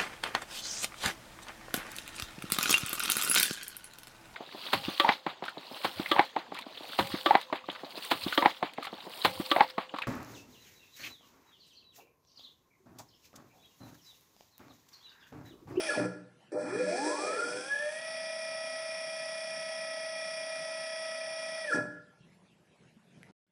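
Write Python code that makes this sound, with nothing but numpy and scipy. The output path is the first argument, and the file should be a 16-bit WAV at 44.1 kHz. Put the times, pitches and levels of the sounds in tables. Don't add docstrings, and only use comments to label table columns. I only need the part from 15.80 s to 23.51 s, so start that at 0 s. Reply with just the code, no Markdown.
import sys
import numpy as np
from scipy import signal
from scipy.fft import rfft, irfft, next_fast_len
from scipy.io import wavfile
from scipy.ndimage import uniform_filter1d, map_coordinates

SR = 44100
rng = np.random.default_rng(int(sys.argv[2]) if len(sys.argv) > 2 else 0)


def put_to_file(sound):
    columns = np.atleast_2d(sound).T
    safe = np.clip(columns, -1, 1)
    whole_steps = np.round(safe * 32767)
    wavfile.write(sys.argv[1], SR, whole_steps.astype(np.int16))


def magnitude_from_level(level_db):
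    exponent = np.asarray(level_db, float) / 20
    return 10 ** exponent


N = 340009

TOP_HZ = 1936.5
FULL_HZ = TOP_HZ / 60
EASY_PER_S = .2

# shaft order, level at full speed in dB rms.
POLE_ORDERS = [(8, -68), (17, -64), (18, -55), (19, -57), (20, -40), (21, -59), (30, -66), (40, -54),
               (54, -62), (60, -46.5)]
# shaft order, level at full
# speed in dB rms.
FURTHER_ORDERS = [(64, -64), (68, -62), (75, -53), (103, -62), (140, -65), (151, -58), (154, -64), (156, -61),
                  (158, -67), (165, -63), (166, -57), (167, -63), (168, -63), (170, -52), (172, -65),
                  (176, -67), (178, -65), (180, -63), (220, -73), (237, -77), (290, -71), (293, -69),
                  (294, -68), (296, -65), (297, -67), (315, -69), (316, -70),
                  (24, -67), (26, -68), (29, -72), (31, -69), (33, -74), (59, -66), (65, -66), (66, -70),
                (70, -70), (80, -70), (85, -72), (96, -73), (101, -67), (106, -67), (109, -67), (113, -72),
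                (116, -72), (120, -71), (141, -72), (142, -71), (144, -74), (153, -71), (160, -68),
                (161, -70), (162, -69), (164, -67), (169, -69), (171, -68), (175, -71), (177, -70),
                (257, -75), (267, -74), (274, -75), (291, -71), (292, -72), (298, -71), (311, -72)]
ALL_ORDERS = POLE_ORDERS + FURTHER_ORDERS


def unit(x):
    return x / np.sqrt(np.mean(x ** 2) + 1e-20)


def along(points, hz):
    f, v = np.transpose(points)
    return np.interp(np.log(hz + 1), np.log(f + 1), v)


def wobble(rate):
    at = np.arange(0, N + 32, 32)
    knots = rng.standard_normal(int(N * rate / SR) + 4)
    return np.interp(np.arange(N), at, map_coordinates(knots, [at * rate / SR]))


def filtered(x, response):
    m = next_fast_len(N + SR)
    gain = response(np.fft.rfftfreq(m, 1 / SR))
    return irfft(rfft(x, m) * gain / np.sqrt(np.mean(np.abs(gain) ** 2)), m)[:N]


def resonance(f, center, width):
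    return 1j * f * width / (center * center - f * f + 1j * f * width)


def quiet():
    # frequency in Hz, density in dB per Hz.
    air = [(15, -45), (25, -37.5), (177, 3), (281, -8.5), (345, -7), (578, -9.5), (1190, -21), (2260, -22),
           (2780, -23), (3330, -25.5), (7600, -34), (9500, -35.5), (11800, -34.5), (15300, -58.5),
           (22000, -120)]
    # time in seconds, spread in seconds, rise in dB.
    stirs = [
        (.64, 0.047, 3.5),
        (6.55, 0.066, 2.5),
        (7.06, .04, 5.5),
        (7.42, 0.085, 8),
    ]
    t = np.arange(N) / SR
    stir_db = sum(db * np.exp(-.5 * ((t - s) / spread) ** 2) for s, spread, db in stirs)
    low_db = -66.5 + stir_db
    rustle_db = -79 + 0.58 * stir_db
    low = filtered(rng.standard_normal(N), lambda f: magnitude_from_level(along(air, f)) / (1 + (f / 600) ** 4))
    z = signal.stft(rng.standard_normal(N), nperseg=512)[2]
    field = uniform_filter1d(rng.standard_normal(z.shape), size=5, axis=0)
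    field = uniform_filter1d(field, size=10, axis=1)
    patchy = signal.istft(z * magnitude_from_level(3.8 * unit(field)), nperseg=512)[1][:N]
    high = filtered(patchy, lambda f: magnitude_from_level(along(air, f)) / (1 + (600 / (f + 1)) ** 4))
    return magnitude_from_level(low_db) * unit(low * magnitude_from_level(3.2 * wobble(25))) + magnitude_from_level(rustle_db + 9.0) * unit(high)


def laws(table, far_db):
    s, *columns = np.transpose(np.vstack(table))
    hz, strain_db, pull_db = [np.interp(np.arange(N) / SR, s, column) for column in columns]
    speed = np.clip(hz / TOP_HZ, 1e-4, 1)
    slope = uniform_filter1d(np.gradient(speed) * SR, size=900)
    change = np.abs(slope)
    load = change / (change + EASY_PER_S)
    octaves = np.log2(speed)
    on_db = far_db + 40 * np.log10(np.minimum(speed / .12, 1))
    backwards = np.arange(N) < .5 * SR
    slip_db = 1.2 * np.maximum(change - 9, 0)
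    whine_db = on_db + pull_db - 16.5 * backwards * (1 - load) + 7.5 * load - slip_db
    hum_db = on_db + 0.32 * pull_db - 4 * load + 14.5 * backwards * (1 - speed) + 9 * octaves
    mesh_db = on_db - 39.5 + 7 * backwards + 5 * octaves
    return speed, slope, whine_db, hum_db, mesh_db, strain_db


def magnetic_tones(turns, speed, slope, whine_db, hum_db, orders, path):
    # shaft order, peak level in dB before the whine's own
    # changes, loss per halving of speed in dB.
    load_orders = [(20, -46, 2), (30, -46, 4), (40, -53, 2), (120, -67, 0)]
    change = np.abs(slope)
    tones = np.zeros(N)
    for order, db in orders:
        phase = 2 * np.pi * (order * (turns % 1) + rng.random())
        tone = np.sqrt(2) * np.sin(np.float32(phase)) / path(order * FULL_HZ)
        if order == 60:
            level_db = whine_db + 0.53 * wobble(9) + 1.2 * wobble(45)
        elif order in (20, 30):
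            level_db = hum_db + 0.47 * wobble(11)
        elif order < 60:
            level_db = hum_db - 90 * (1 - speed) + 1.6 * wobble(10)
        else:
            level_db = 1 - 260 * (1 - speed) - 24 * change / (change + EASY_PER_S) + 1.5 * wobble(7)
        tones += magnitude_from_level(db + level_db) * tone
    rising = np.clip(slope, 0, None)
    effort = rising / (rising + .5) * (1 - speed ** 8)
    for order, db, octave_db in load_orders:
        level = magnitude_from_level(db + whine_db + octave_db * np.log2(speed) + 3 * wobble(9))
        tones += level * effort * np.sin(np.float32(2 * np.pi * order * (turns % 1))) / path(TOP_HZ)
    stutter = magnitude_from_level(np.minimum(1.5 * change, 4) * wobble(160))
    return tones * stutter


def gear_noise(turns, speed, slope, mesh_db, strain_db):
    flaws = rng.standard_normal((2, 1024))
    angle = turns % 1 * 1024
    each_turn = lambda pattern: map_coordinates(pattern, [angle], order=1, mode="grid-wrap")
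    comb = rfft(flaws[0])
    comb *= np.sqrt(32 / np.abs(comb))
    comb[[order for order, db in ALL_ORDERS]] = 0
    teeth = each_turn(irfft(comb))
    beat = each_turn(unit(uniform_filter1d(flaws[1], size=90, mode="wrap")))
    grit = unit(magnitude_from_level(2 * beat) * rng.standard_normal(N))
    grind = magnitude_from_level(mesh_db) * (magnitude_from_level(-12.5) * teeth + magnitude_from_level(-6.0) * grit)

    shake = unit(magnitude_from_level(2.2 * wobble(40) + beat) * rng.standard_normal(N))
    dull = uniform_filter1d(shake, size=9)
    thin = magnitude_from_level(-20 * speed ** 5 * (slope > 0))
    bright = magnitude_from_level(.6 * np.log2(2 * speed).clip(-3, 0))
    chatter = unit(irfft(comb * np.abs(comb) ** 2 * (np.arange(len(comb)) > 150)))
    streaks = magnitude_from_level(-4 + 3.4 * wobble(12)) * each_turn(chatter)
    rattle = magnitude_from_level(strain_db) * (thin * dull + bright * (shake - dull) + streaks)
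    return grind, rattle


def motor(table, far_db, orders, path):
    speed, slope, whine_db, hum_db, mesh_db, strain_db = laws(table, far_db)
    judder = (.0003 + .003 * np.abs(slope) ** 1.5) * wobble(130)
    turns = np.cumsum(speed * FULL_HZ * (1 + judder)) / SR
    tones = magnetic_tones(turns, speed, slope, whine_db, hum_db, orders, path)
    return tones, *gear_noise(turns, speed, slope, mesh_db, strain_db)


def casing(f):
    # frequency in Hz, width in Hz, level over the plain wall in dB.
    modes = [(127.3, 8.2, 4.5), (204, 13, 3), (303, 15, 15.5), (397, 100, 8.5), (498, 24, 9.5),
             (598, 18, 12), (790, 27, 2), (853, 31, -3), (984, 66, -7.5), (1365, 35, 5.5), (1742, 29, 6.5),
             (2415, 36, 16), (2481, 24, 10.5), (3332, 92, 10), (4503, 64, 4.5), (5020, 440, -6.5),
             (5325, 280, 1), (5700, 66, 2), (8560, 140, -4), (9500, 640, -2)]
    plain = (1j * f / 300) ** 2 / (1 + 1j * f / 300) ** 2
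    return plain + sum(magnitude_from_level(db) * resonance(f, c, w) for c, w, db in modes)


def stator(f, ring_db=0):
    # frequency in Hz, width in Hz, level over the plain wall in dB.
    iron = [(125, 7, 10), (184, 8, 14), (299, 14, 13), (500, 20, 9), (597, 5, 23), (1375, 9, 15),
            (1410, 10, 22), (1686, 8, 26), (1722, 10, 23)]
    return casing(f) + sum(magnitude_from_level(db + ring_db) * resonance(f, c, w) for c, w, db in iron)


def mount(f):
    # frequency in Hz, width in Hz, level in dB.
    table_top = (840, 1070, 7.1)
    c, w, db = table_top
    return stator(f) + magnitude_from_level(db) * resonance(f, c, w)


def thrusters(echo):
    # time in seconds, slot whine in Hz, strain rattle in dB, magnetic pull in dB.
    right = [
        [(.07, TOP_HZ, -51, -0.5), (.095, 1700, -45.5, 2), (.115, 1420, -42, -0.5), (.15, 1000, -44.5, -4.5),
         (.18, 600, -43, -0.5), (.21, 310, -41, 5.5), (.26, 120, -41, 0), (.29, 0, -78.5, -1)],
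        [(.716, 0, -100, -11.5), (.719, 65, -46, -10.5), (.8, 188, -46.5, -14.5), (.88, 318, -45.5, -0.5),
         (.99, 483, -43.5, 4), (1.084, 612, -41.5, 3.5), (1.13, 680, -39, 5.5), (1.23, 875, -40, -1.5),
         (1.29, 980, -38, 2.5), (1.41, 1184, -39.5, -0.5), (1.51, 1291, -40, 6), (1.63, 1428, -42, -1.5),
         (1.73, 1475, -41, -5.5), (1.83, 1566, -42.5, -4.5), (1.91, 1684, -48, 0), (2.05, 1800, -49, -2),
         (2.15, 1885, -52, -2.5), (2.2, 1922, -62, -1), (2.26, TOP_HZ, -73.5, -0.5)],
        [(5.84, TOP_HZ, -70, -0.5), (5.86, 1860, -58, -4.5), (5.882, 1750, -50, 1.5), (5.903, 1680, -46, 4),
         (5.915, 1440, -43, 1.5), (5.932, 1370, -40.5, 7.5), (5.948, 900, -40, -4), (5.968, 420.5, -39, -3),
         (5.995, 189.5, -46, 1.5), (6.05, 120.5, -65.5, 6), (6.09, -1, -82, 2)],
    ]
    # time in seconds, slot whine in Hz, strain rattle in dB, magnetic pull in dB.
    left = [
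        [(0, 980.5, -53, 3.5), (.14, 980, -45, -2.5), (.2, 330, -40, -1.5), (.27, -0.5, -87, 4)],
        [(.74, -0.5, -85, -10), (.75, 59.5, -52, -11), (.82, 131, -49, -6), (1.0, 470, -42, 1.5),
         (1.31, 1020, -36.5, 4), (1.4, 830, -38, 0.5), (1.51, 585.5, -39, 2.5), (1.58, 430, -40.5, 4.5),
         (1.64, 319.5, -43.5, -4.5), (1.73, 123, -47, -0.5), (1.84, 2, -54, 0), (1.88, 0.5, -90, 0)],
    ]
    # frequency in Hz, density in dB per Hz.
    mesh = [(40, -86), (80, -54), (200, -19.5), (450, -46.5), (620, -11), (1150, -21), (1900, -14.5),
            (2750, -17.5), (3750, -20.5), (4100, -28.5), (4450, -21.5), (5400, -18.5), (6400, -25.5),
            (6800, -33), (7900, -27), (8400, -22), (10300, -19.5), (12500, -49.5)]
    # frequency in Hz, density in dB per Hz.
    strain = [(41, -74.5), (100, -43), (220, -17), (320, -6), (501, -2.5), (1100, -12), (1380, -11.5),
              (2020, -13.5), (2450, -18), (2750, -40), (3290, -39.5), (3650, -33), (3950, -19.5),
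              (4300, -20.5), (5400, -16), (6300, -18.5), (6900, -26.5), (7600, -14), (8400, -14),
              (10100, -26), (11000, -54.5), (22000, -120)]
    heard = rfft(echo, 4 * SR)
    path = lambda f: abs(mount(f) * heard[round(f * 4)])
    near = motor(right, 0, ALL_ORDERS, path)
    far = motor(left, -5, POLE_ORDERS, path)
    tones, grind, rattle = np.add(near, far)
    m = next_fast_len(N + SR)
    shell = irfft(rfft(tones + jolts(), m) * mount(np.fft.rfftfreq(m, 1 / SR)), m)[:N]
    shell += filtered(grind, lambda f: magnitude_from_level(along(mesh, f)) * casing(f))
    shell += filtered(rattle, lambda f: magnitude_from_level(along(strain, f)) * stator(f, -7.5))
    return signal.sosfilt(signal.butter(4, 118, "high", fs=SR, output="sos"), shell)


def room():
    # frequency in Hz, time to fall 60 dB in seconds.
    decay = [(120, 0.86), (300, 0.43), (600, 0.62), (1000, 0.46), (1500, 0.76), (2300, 0.45), (5000, 0.51),
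             (10000, 0.44)]
    hz, t, z = signal.stft(rng.standard_normal(SR), SR, nperseg=256)
    tail = signal.istft(z * magnitude_from_level(-60 * t / along(decay, hz)[:, None]), SR, nperseg=256)[1]
    return np.r_[1, np.zeros(300), magnitude_from_level(-7) * tail / np.linalg.norm(tail)]


def jolts():
    # time in seconds, peak in dB.
    blows = [(.174, -29.5), (.199, -28.5), (.249, -33), (.745, -42), (.959, -34.5), (5.945, -31.5),
             (5.958, -30.5), (5.973, -31), (5.985, -33), (6.008, -35), (6.03, -39), (6.055, -42)]
    contact_s = 0.00076
    out, u = np.zeros(N), np.arange(SR // 50) / SR / contact_s
    for s, db in blows:
        out[round(s * SR):][:len(u)] -= magnitude_from_level(db) * 2 * u * (2 - u) * np.exp(-u)
    return out


def scuffs():
    # time in seconds, spread in seconds, level in dB, pitch in Hz.
    rubs = [(.64, .04, -73, 3020), (6.44, .025, -71, 2700), (6.43, .02, -73, 3270), (6.67, .02, -75, 2450),
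            (6.72, .02, -75, 2780), (7.08, 0.025, -73, 2750), (7.36, .012, -72, 2400),
            (7.36, .015, -74, 3100), (7.46, 0.023, -70, 2000)]
    t, out = np.arange(N) / SR, np.zeros(N)
    for s, spread, db, hz in rubs:
        rub = filtered(rng.standard_normal(N), lambda f: resonance(f, hz, 260) ** 2)
        out += magnitude_from_level(db) * np.exp(-.5 * ((t - s) / spread) ** 2) * rub
    return out


def hands():
    # time in seconds, peak in dB, pitch in Hz.
    bumps = [(6.407, -45, 159), (6.523, -49.5, 177), (7.058, -53, 133), (7.166, -46.5, 219),
             (7.343, -53.5, 181), (7.409, -52.5, 184)]
    # time in seconds, peak in dB, pitch in Hz.
    click = [(7.431, -32.5, 2010)]
    out, t = np.zeros(N + SR), np.arange(SR // 10) / SR
    for s, db, hz in bumps:
        ring = magnitude_from_level(-60 * t / 0.073) * np.sin(2 * np.pi * hz * t) * (1 - np.exp(-t / 0.0022))
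        out[round(s * SR):][:len(t)] += magnitude_from_level(db) * ring
    for s, db, hz in click:
        ring = magnitude_from_level(-60 * t / 0.005) * np.sin(2 * np.pi * hz * t) * (1 - np.exp(-t / .00015))
        ring += 0.2 * magnitude_from_level(-60 * t / 0.0055) * rng.standard_normal(len(t))
        out[round(s * SR):][:len(t)] += magnitude_from_level(db) * ring
    return out[:N]


def scene():
    echo = room()
    return (signal.fftconvolve(thrusters(echo) + hands(), echo)[:N] + quiet() + scuffs())[None]


def starved(x):
    # frequency in Hz, band level under the whole in dB.
    floor_db = [(250, -50), (450, -49), (700, -49), (1150, -44), (1550, -43), (2000, -46), (2800, -44),
                (3400, -47), (4100, -45), (4800, -47), (6200, -45), (6800, -45), (7400, -46), (7900, -43),
                (8300, -52.5), (9000, -58), (10400, -46), (10700, -42), (11200, -34), (12000, -29.5)]
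    hz, t, z = signal.stft(x, SR, window="cosine", nperseg=2048, noverlap=1024)
    power = np.abs(z[:1024]) ** 2
    whole = 1.6 * np.sqrt(power.sum(axis=0) * power[100:].sum(axis=0))
    usual = np.median(whole)
    bands = power.reshape(256, 4, -1).mean(axis=1)
    limit = magnitude_from_level(along(floor_db, hz[2:1024:4]))[:, None] ** 2
    limit = limit * np.minimum(whole, 1.15 * usual) ** 1.25 / usual ** .25
    limit = limit * magnitude_from_level(2 * 1.5 * wobble(9)[np.minimum(t * SR, N - 1).astype(int)])
    z[:1024] *= np.repeat(bands > limit, 4, axis=0)
    return signal.istft(z, SR, window="cosine", nperseg=2048, noverlap=1024)[1][:N]


def low_pass(x):
    return signal.sosfilt(signal.butter(12, 11900, fs=SR, output="sos"), x)


def record(dry):
    t = np.arange(N) / SR
    mute_s, faded_s, back_s = 7.512, 0.0097, 7.667
    faint = magnitude_from_level(-19) * ((t < mute_s + faded_s) | (t > back_s))
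    gate = magnitude_from_level(-1.5) * np.where(t < mute_s, 1, faint)
    return low_pass(starved(dry[0])[None] * gate)


dry = scene()
out = record(dry)
put_to_file(out)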